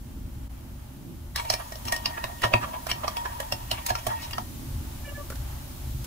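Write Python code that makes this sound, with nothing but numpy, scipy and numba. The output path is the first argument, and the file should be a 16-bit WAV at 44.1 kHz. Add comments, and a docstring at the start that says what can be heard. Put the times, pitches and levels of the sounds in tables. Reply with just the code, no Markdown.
"""Stirring coffee in a glass mug

A steel spoon stirs a little thick coffee in a glass mug on a stone counter; then water is poured in gently.
Spoon knocks and scrapes are short pushes and gritty noise that set off families of quickly fading modes.
Droplets tick and spray, and two faint toots sound. Shaped noise makes the room air with the trickle,
low building rumble and a hiss that steps up once, just before the first knock. A phone nearby hears it all."""
import sys
import numpy as np
from scipy import signal
from scipy.fft import rfft, irfft
from scipy.io import wavfile
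from numba import njit

SR = 44100
rng = np.random.default_rng(int(sys.argv[2]) if len(sys.argv) > 2 else 0)


def generate_wav(signal):
    """Clip the signal to [-1, 1] and save it as 16-bit WAV at the path in sys.argv[1]."""
    frames = np.transpose(np.atleast_2d(signal))
    scaled = np.clip(frames, -1, 1) * 32767
    pcm = np.round(scaled).astype(np.int16)
    wavfile.write(sys.argv[1], SR, pcm)


N = 267642

# pitches at which the strength of a bright crack or spray is set [Hz]
TREBLE_HZ = np.arange(7000, 15000, 700)


def spoon():
    """Knocks and the gritty drag of steel on sugar drive the same modes; the counter thuds below."""
    # modes of mug and spoon in seven families, low to high; the fourth is the rim:
    # f/Hz, level/dB, time to fall 60 dB t60/s, left minus right/dB, phase by which left leads/rad
    mug = [
        [(562, -22.5, 0.2, -2, 0.33), (637.6, 2.5, 0.051, -8, 0.98), (724, -0.5, 0.056, -8.5, 4.5)],
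        [(918, 1.5, 0.097, 1, 3.5), (960, -5.5, 0.085, 12.5, 3.5), (995, -7.5, 0.033, 14.5, -3)],
        [(1146, -1, 0.017, -26, -1.7), (1388, 2, 0.017, 13.5, -1.55), (1642, 0.5, 0.02, -9.5, -1.36)],
        [(1864, -4, .19, 2.1, .2), (1890, -2, .035, 1.1, .4)],
        [(2220, -9, 0.027, 20, 0.3), (2350, -6, 0.066, 0.5, 0.32), (2560, -2.5, 0.036, -6, 0.39),
         (2734, -4, 0.027, 22, 0.89), (3003, 2, 0.0098, -22.5, 2.6), (3228, 2, 0.049, 6, 1.54)],
        [(3813, -7, 0.045, 7, 4), (4175, 1.5, 0.013, -7, 0.9), (4480, -8, 0.014, 25, 3.5),
         (5140, -1.5, 0.0095, -25, 4.5), (5490, 1, 0.0091, -15, -1), (5550, -9, 0.018, 27, -3.5),
         (6050, -6.5, 0.015, -14.5, 7.5)],
        [(6580, -9, 0.015, -4, 0), (7820, -11.5, 0.011, -7.5, -6), (9700, -7.5, 0.012, 5, -1.5)],
    ]
    # modes of the stone counter, columns as in mug
    counter = [(114.6, -1, 0.22, 0.5, 0), (242, -3.5, 0.078, -6, 0), (360, -2, 0.11, 1, 0)]
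    # knocks, before the family levels: t/s, peak level/dB, then relative to the peak: dull body/dB,
    # rim ring/dB, bright edge/dB, tick/dB, counter thud/dB; pitches the struck spot favours: lower f/Hz, upper f/Hz
    knocks = [(1.359, -20, -40, -18, -6, -10, -33, 1720, 3856),
              (1.397, -15, -41, -32, -23, -31, -44, 2250, 3820),
              (1.451, -28, -23, -22, -17, -21, -14, 3200, 3820),
              (1.5, -11, -21.5, -30, -9.5, -18.5, -25.5, 3246, 5370),
              (1.537, -17.5, -18, -21, -8, -15.5, -18.5, 2290, 5400),
              (1.721, -29, -7.5, -16.5, -19, -14.5, -30, 2390, 5640),
              (1.755, -35.5, -9, -21, -1, -16, -25, 2870, 5580),
              (1.852, -30.5, -27, -21, -13, -7.5, -2, 3100, 5430),
              (1.882, -23, -19, -28, -4, -17, -18, 1170, 5450),
              (1.922, -15, -13, -11.5, -18, -10.5, -24, 2250, 5600),
              (1.962, -26, -15, -33, -9, -11.5, -23, 3000, 5430),
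              (2.057, -14, -23, -31, -11, -21, -26, 2800, 5030),
              (2.24, -20, -11.5, -26, -13, -20, -15, 2793, 3940),
              (2.318, -37, -20, -18, -24, -19, -3, 2080, 3890),
              (2.418, -27, -24, -11, -15, -11, -11, 2100, 4970),
              (2.437, -6.5, -22.5, -21, -24, -33, -18, 1400, 4200),
              (2.537, 0, -19.5, -31, -31, -57, -18, 2572, 4690),
              (2.867, -23.5, -5.5, -27, -15, -13, -30, 1524, 5980),
              (2.914, -16, -16.5, -36, -11, -20, -20, 2860, 5660),
              (3.079, -16, -20, -33, -12.5, -22, -29, 1186, 5700),
              (3.168, -20, -14, -42, -14, -21, -29, 2683, 5060),
              (3.401, -19, -8, -24, -27, -14, -29, 1690, 4060),
              (3.522, -15.5, -12, -29, -7.5, -17, -16.5, 2742, 5540),
              (3.713, -13, -11.5, -40, -11, -18, -17, 3040, 4110),
              (3.863, -18.5, -39, -23, -17, -7.5, -38, 2050, 4000),
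              (3.903, -12.5, -13.5, -42, -19, -30, -15, 1700, 5750),
              (3.952, -12.5, -31, -36, -14, -30.5, -33, 1390, 5480),
              (4.067, -12.5, -13.5, -25, -20, -18, -16, 1115, 4380),
              (4.309, -30.5, -30, -28, -22, -9.5, -34, 2780, 3850),
              (4.332, -22.5, -40, -23, -16.5, -28, -17, 2775, 4860),
              (4.381, -17.5, -19.5, -46, -19.5, -28, -16, 1290, 5960)]
    # how readily a knock drives each family: level/dB
    knock_db = [3, -14, -20.5, 7.5, -20.5, 1.5, 3]
    # scraping between knocks, before the family shares:
    # t/s, low families level/dB, rim level/dB, upper families and grit level/dB
    scrape = [(1.36, -60, -74, -62), (1.42, -54, -71, -47.5), (1.58, -48, -68, -48),
              (1.85, -54.5, -83, -67), (2.12, -47, -49, -49), (2.3, -48, -61, -60), (2.45, -55, -74, -57),
              (2.64, -40.5, -65, -61), (2.85, -51, -63, -57), (3.19, -41.5, -56.5, -50.5),
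              (3.52, -49.5, -69, -58.5), (3.93, -56, -65, -46.5), (4.12, -48, -48, -49),
              (4.2, -51.5, -57, -50), (4.42, -63, -64, -61)]
    # share of the drag in each family: level/dB
    drag_db = [-10, 2.5, -17.5, 1, -8.5, -19, -12]
    # swipes along the wall that swell and fade, before the family levels: t/s, level/dB, slosh pitch f/Hz,
    # brightness added towards the top/dB, half length (to 1/e)/s
    swipes = [(1.386, -37.5, 1000, 20.5, 0.023), (1.453, -38, 940, -12, 0.012),
              (1.529, -38, 970, 26, 0.0082), (1.605, -27.5, 940, -12.5, 0.015),
              (1.882, -42.5, 900, 27.5, 0.015), (1.942, -38.5, 840, 15.5, 0.029),
              (2.093, -38.5, 760, -6, 0.036), (2.18, -30, 890, -7, 0.009), (2.293, -36, 760, -26, 0.021),
              (2.441, -26.5, 1100, 13.5, 0.012), (2.453, -30, 720, 10, 0.023), (2.55, -27.5, 720, 0, 0.028),
              (2.629, -32.5, 1160, 4, 0.019), (2.68, -37, 834, -11, 0.012), (2.746, -29.5, 875, -21, 0.023),
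              (2.902, -32.5, 940, 24, 0.013), (2.958, -44, 900, -1, 0.012),
              (3.043, -21.5, 800, -16.5, 0.0091), (3.258, -25, 1200, -7, 0.0063),
              (3.326, -58, 900, 0, 0.0078), (3.43, -30, 860, -18, .0065), (3.74, -36.5, 985, 6, 0.017),
              (3.784, -37.5, 1140, 1, 0.011), (3.897, -28.5, 820, 17.5, 0.011), (3.99, -39, 860, 13, .013),
              (4.108, -31.5, 970, -16, 0.028), (4.231, -49, 940, 30.5, 0.022), (4.34, -45, 1000, 8, 0.0049)]
    # each family in a swipe: level/dB, share of the brightness (0-1), fall away from the slosh pitch/dB per octave
    swipe_families = [(3.5, 0, 31.5), (3.5, 0, 19), (2.5, 0.2, 26), (-27, 0, 6), (-15, 0.56, -0.5),
                      (-25, 0.98, 1), (-26, 1, 0.5)]
    spot_lift_db, spot_octaves = 8.5, 0.32  # lift of a family near the spot's pitch, and how near

    s, peak, body, rim, edge, tick, thud_db, lower, upper = np.transpose(knocks)
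    chatter_s = 0.0022 + 0 * s
    family_hz = [np.mean([mode[0] for mode in modes]) for modes in mug]

    def near(k):
        """Lift of a family whose mean pitch lies near the lower pitch of the struck spot."""
        octaves = np.log2(lower / family_hz[k])
        return spot_lift_db * np.exp(-(octaves / spot_octaves) ** 2)

    shares = [body, 0, near(2), rim, near(4), edge, tick]
    family_db = [peak + share + db for share, db in zip(shares, knock_db)]
    favoured = [None, None, lower, None, lower, upper, None]

    middle, swipe_db, slosh, bright, half = np.transpose(swipes)
    low, tone, high = (undb(c) for c in curves(scrape))
    stirring = (np.arange(N) > scrape[0][0] * SR) & (np.arange(N) < scrape[-1][0] * SR)
    drag = [c * undb(db) for c, db in zip([low, low, low, tone, high, high, high], drag_db)]
    grain_size = undb(2 * rng.exponential(size=N))

    out = 0
    for k, modes in enumerate(mug):
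        # steady friction builds up in a mode for as long as it rings
        build = np.sqrt(sum(undb(2 * m[1]) * m[2] * SR / (4 * np.log(1000)) for m in modes))
        grains = rng.standard_normal(N) * grain_size * glide(undb(2 * knots(60)))
        grains = grains / grains.std()
        level_db, share, fall_db = swipe_families[k]
        distance = np.abs(np.log2(slosh / family_hz[k]))
        colour = level_db + share * bright - fall_db * distance
        rubbing = stirring * drag[k] + swells(middle, swipe_db + colour - 3.5, half)
        friction = rubbing * grains
        mode_hz = [m[0] for m in modes]
        blows = bursts(s, family_db[k] - 3.5, chatter_s, mode_hz, favoured[k], favour=0.39)
        # sloshing detunes the rim least
        wander = .003 if k == 3 else .009
        out = out + ring(blows + friction / build, modes, wander=wander, spot_db=2.5)

    # the top family's force is also heard directly, as crack and rasp
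    crack = [band(bursts(s, family_db[-1] + 25, 2.9 * chatter_s, TREBLE_HZ), 2900, 16400) for _ in range(2)]
    top_friction = friction  # the loop ends on the top family
    rasp = undb(6.5) * band(top_friction * rng.standard_normal((2, N)), 9000, 15000)
    # the heavy slab is pushed smoothly and answers late
    slab_push = bursts(s + 0.00593, peak + thud_db + 0.5, .5 * chatter_s, [counter[0][0]], rough=0)
    return out + np.array(crack) + rasp + ring(slab_push, counter)


def pouring():
    """A few droplets each ring two very short modes and add a burst of bright spray noise."""
    # droplet ticks, before fixed offsets: t/s, level/dB, f/Hz, spray relative to the tick/dB
    drops = [(5.3006, -20, 1460, -15.5), (5.321, -25, 1380, -21), (5.355, -37.5, 1680, 1),
             (6.043, -31, 1420, -5)]
    s, db, hz, spray_db = np.transpose(drops)
    out = 0
    for start, level, f in zip(s, db, hz):
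        push = bursts([start], [level - 9], [.007], [f, 0.43 * f, 1.5 * f])
        out = out + ring(push, [(f, 3.0, .008, 0, .3), (0.4 * f, -3.0, .02, 0, .1)])
    spray = [band(bursts(s, db + spray_db + 23.5, 0.0058 + 0 * s, TREBLE_HZ), 2000, 18000) for _ in range(2)]
    return out + spray


def toots():
    """Two brief faint toots, perhaps a distant horn: five partials speak at staggered times and flutter."""
    # toots, before the flutter; the level is that of the third partial, and the others are relative to it:
    # start t/s, length/s, level/dB, second partial/dB, fourth and fifth partial/dB
    toot_rows = [(5.04, 0.06, -49, -7, -6), (5.142, 0.052, -49.5, 1, -13)]
    # how late each partial speaks, first to fifth: delay/s
    lags = [0.027, 0.035, 0.002, 0.002, .015]
    pitch_hz, edge_s, first_db = 577.6, 0.018, 1.5  # the first partial too is relative to the third
    t = np.arange(N) / SR
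    # the pitch trembles slightly about its centre
    turn = 2 * np.pi * np.cumsum(pitch_hz * (1 + 0.0051 * glide(knots(60)))) / SR
    phases = 0.3 * rng.uniform(0, 2 * np.pi, (5, 2, 1))  # partial, ear
    out = 0
    for k, lag in enumerate(lags):
        flutter = undb(3.2 * glide(knots(90)))
        wave = np.sqrt(2) * flutter * np.sin((k + 1) * turn + phases[k])
        for start, length, db, second_db, top_db in toot_rows:
            to_edge = np.minimum(t - lag - start, start + lag + length - t)
            on = np.clip(to_edge / edge_s + .5, 0, 1)
            partial_db = [first_db, second_db, 0, top_db, top_db][k]
            out = out + on * undb(db + partial_db) * wave
    return out


def room(dry):
    """Hard tiles return a short, evenly fading wash, unrelated left and right."""
    t60_s, wash_db = 0.13, -10
    t = np.arange(int(.4 * SR)) / SR
    tail = band(rng.standard_normal((2, len(t))), 300, 14400)
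    tail = tail * undb(-60 * t / t60_s) * (t > .004)
    tail *= undb(wash_db) / np.sqrt(np.sum(tail ** 2, axis=1, keepdims=True))
    # each ear's wash comes from the other ear's sound
    return dry + signal.fftconvolve(dry[::-1], tail, axes=1)[:, :N]


def background():
    """Four shaped noises: the two rumbles are more alike in both ears than the air and the hiss."""
    # rumble levels over time, before flicker: t/s, deep rumble level/dB, upper rumble level/dB
    rumble_levels = [(0.0, -40, -50.5), (.3, -38.5, -42.5), (.55, -40.5, -49.5), (.85, -44, -47.5),
                     (1.3, -42.5, -49.5), (2.2, -42, -50.5), (2.55, -44.5, -45), (3.3, -39.5, -51),
                     (4.2, -44, -51), (4.56, -37, -41.5), (5.0, -38, -43.5), (6.07, -37.5, -49.5)]
    # steadier levels, before flicker: t/s, room air and trickle level/dB, hiss level before a fixed lift/dB
    steady_levels = [(0, -55.5, -60), (.5, -57, -60), (1.355, -57, -59.5), (1.36, -53, -51.5),
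                     (4.41, -50, -50), (4.43, -52, -51), (5.2, -48, -51.5), (6.07, -49.5, -51)]
    # spectrum of the deep rumble: f/Hz, relative level/dB per Hz
    deep_shape = [(8.8, -27), (15, -12), (59, 0.5), (70, -0.5), (81, -1), (97, -8), (129, -5), (170, -28),
                  (220, -18.5), (370, -120)]
    # spectrum of the upper rumble: f/Hz, relative level/dB per Hz
    upper_shape = [(82, -6.5), (140, -1), (167, -6.5), (265, -2), (313, -11.5), (349, -5.5), (367, -17.5),
                   (480, -22), (620, -29), (1060, -120)]
    # spectrum of room air and trickle: f/Hz, relative level/dB per Hz
    air_shape = [(250, -1), (420, -8), (495, -49), (541, -0.5), (687, -6), (866, -1.5), (1070, -8),
                 (2500, -14.5), (3250, -14.5), (5500, -120)]
    # spectrum of the hiss: f/Hz, relative level/dB per Hz
    hiss_shape = [(1060, 0), (1800, -9.5), (1950, -9.5), (3710, -1.5), (4620, -3), (7220, -3), (8210, -4.5),
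                  (11700, -1), (13200, -2), (14900, 0.5), (16000, -5)]
    deep, upper, air, hiss = (undb(c) for c in curves(rumble_levels) + curves(steady_levels))
    # the level dips briefly, once
    dip_s, dip_length_s, dip_db = 0.488, 0.008, -12
    dip = undb(dip_db * np.exp(-((np.arange(N) / SR - dip_s) / dip_length_s) ** 2))
    rumble = deep * noise(deep_shape, 0.99, 0.68, 1.96) + upper * noise(upper_shape, 0.71, -3.0, 1.78)
    air_noise = air * noise(air_shape, 0.053, -1.0, 0.91)
    hiss_noise = undb(4.0) * hiss * noise(hiss_shape, 0.01, 0.87, 0.091)
    return dip * (rumble + air_noise + hiss_noise)


def bursts(times, db, lengths, hz, favoured_hz=None, favour=0., rough=0.84, rise=0.00083, swell_s=0.0046,
           swell_db=-17):
    """Decaying chatter of contact forces; db is the strength that reaches modes at the pitches hz."""
    out = np.zeros(N + 2048)
    t = np.arange(-768, 1280) / SR  # starts before the contact
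    probe = np.exp(2j * np.pi * np.outer(hz, t))
    chances = rng.standard_normal((len(times), 2048))
    for k, (s, gain, length) in enumerate(zip(times, undb(db), lengths)):
        push = 1 - rough + rough * chances[k]
        if favoured_hz is not None:
            push = push + favour * np.sin(2 * np.pi * favoured_hz[k] * t)
        blow = (t > 0) * np.exp(-t / max(length, 1e-4)) * (1 - np.exp(-np.abs(t) / rise))
        # a faint noisy swell rises and fades around each contact
        swell = rough * undb(swell_db) * np.exp(-np.abs(t) / swell_s)
        push = push * (blow + swell)
        strength = np.sqrt(np.mean(np.abs(probe @ push) ** 2))
        out[np.rint((s + t) * SR).astype(int)] += gain * push / strength
    return out[:N]


def swells(times, db, lengths):
    """Bell-shaped drag levels, one swell for each swipe."""
    out, steps = np.zeros(N), np.arange(-4096, 4096)
    for s, gain, length in zip(times, undb(db), lengths):
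        out[int(s * SR) + steps] += gain * np.exp(-(steps / SR / length) ** 2)
    return out


def ring(force, modes, wander=0., spot_db=0.):
    """Damped modes with own balance and phase at two ears; sloshing detunes them, the struck spot moves."""
    out = np.zeros((2, N))
    for hz, db, t60, pan_db, lead in modes:
        turn = glide(2 * np.pi * hz / SR * (1 + wander * knots(20)))
        decay = np.exp(-np.log(1000) / (t60 * SR))
        left, right = (undb(db + k * pan_db) * np.exp(1j * k * lead) for k in (.5, -.5))
        spot = glide(undb(spot_db * knots(10)))
        out += resonate(force * spot, turn, decay, left, right)
    return out


@njit
def resonate(force, turn, decay, left, right):
    """One damped mode, a shrinking turning arrow, whose pitch may move every sample, heard at two ears."""
    z, out = 0j, np.zeros((2, len(force)))
    for i in range(len(force)):
        # skip the work while the mode is silent
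        if force[i] != 0 or abs(z.real) + abs(z.imag) > 1e-7:
            z = z * decay * complex(np.cos(turn[i]), np.sin(turn[i])) + force[i]
            out[0, i], out[1, i] = (z * left).imag, (z * right).imag
    return out


def noise(shape, likeness, pan_db, flicker_db):
    """Stereo noise of a given spectrum, set to rms 1, then panned and flickered; likeness 1 is mono."""
    hz, db = np.transpose(shape)
    f = np.fft.rfftfreq(N, 1 / SR) + 1e-9
    spectrum = undb(np.interp(np.log(f), np.log(hz), db, -99, -99))
    mid, side = irfft(rfft(rng.standard_normal((2, N))) * spectrum, N)
    c = np.clip(likeness, 0, 1)
    pair = np.sqrt(1 + c) * mid + np.sqrt(1 - c) * side * np.array([[1], [-1]])
    pan = undb(np.array([[pan_db], [-pan_db]]) / 2)
    return pair / pair.std() * pan * glide(undb(flicker_db * knots(9)))


def band(x, lo_hz, hi_hz):
    """Keep the pitches between two edges."""
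    edges = [lo_hz, min(hi_hz, .45 * SR)]
    return signal.sosfilt(signal.butter(2, edges, "bandpass", fs=SR, output="sos"), x)


def undb(db):
    """Turn decibels into a factor."""
    return 10 ** (np.asarray(db, float) / 20)


def curves(rows):
    """Columns of a table against its times, one value a sample; the ends hold."""
    s, *columns = np.transpose(rows)
    return [np.interp(np.arange(N) / SR, s, c) for c in columns]


def knots(rate):
    """Random values about zero, rate of them a second, with a spread of 1.61."""
    return 1.61 * rng.standard_normal(int(N / SR * rate) + 2)


def glide(levels):
    """Levels spread evenly over the time and joined by straight lines."""
    return np.interp(np.arange(N), np.linspace(0, N, len(levels)), levels)


def scene():
    """The room answers spoon, droplets and toots; the background is added without it."""
    return room(spoon() + pouring() + toots()) + background()


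def record(dry):
    """The phone cuts the top steeply, above 15650 Hz."""
    return signal.sosfilt(signal.ellip(10, .2, 60, 15650, fs=SR, output="sos"), dry)


dry = scene()
out = record(dry)
generate_wav(out)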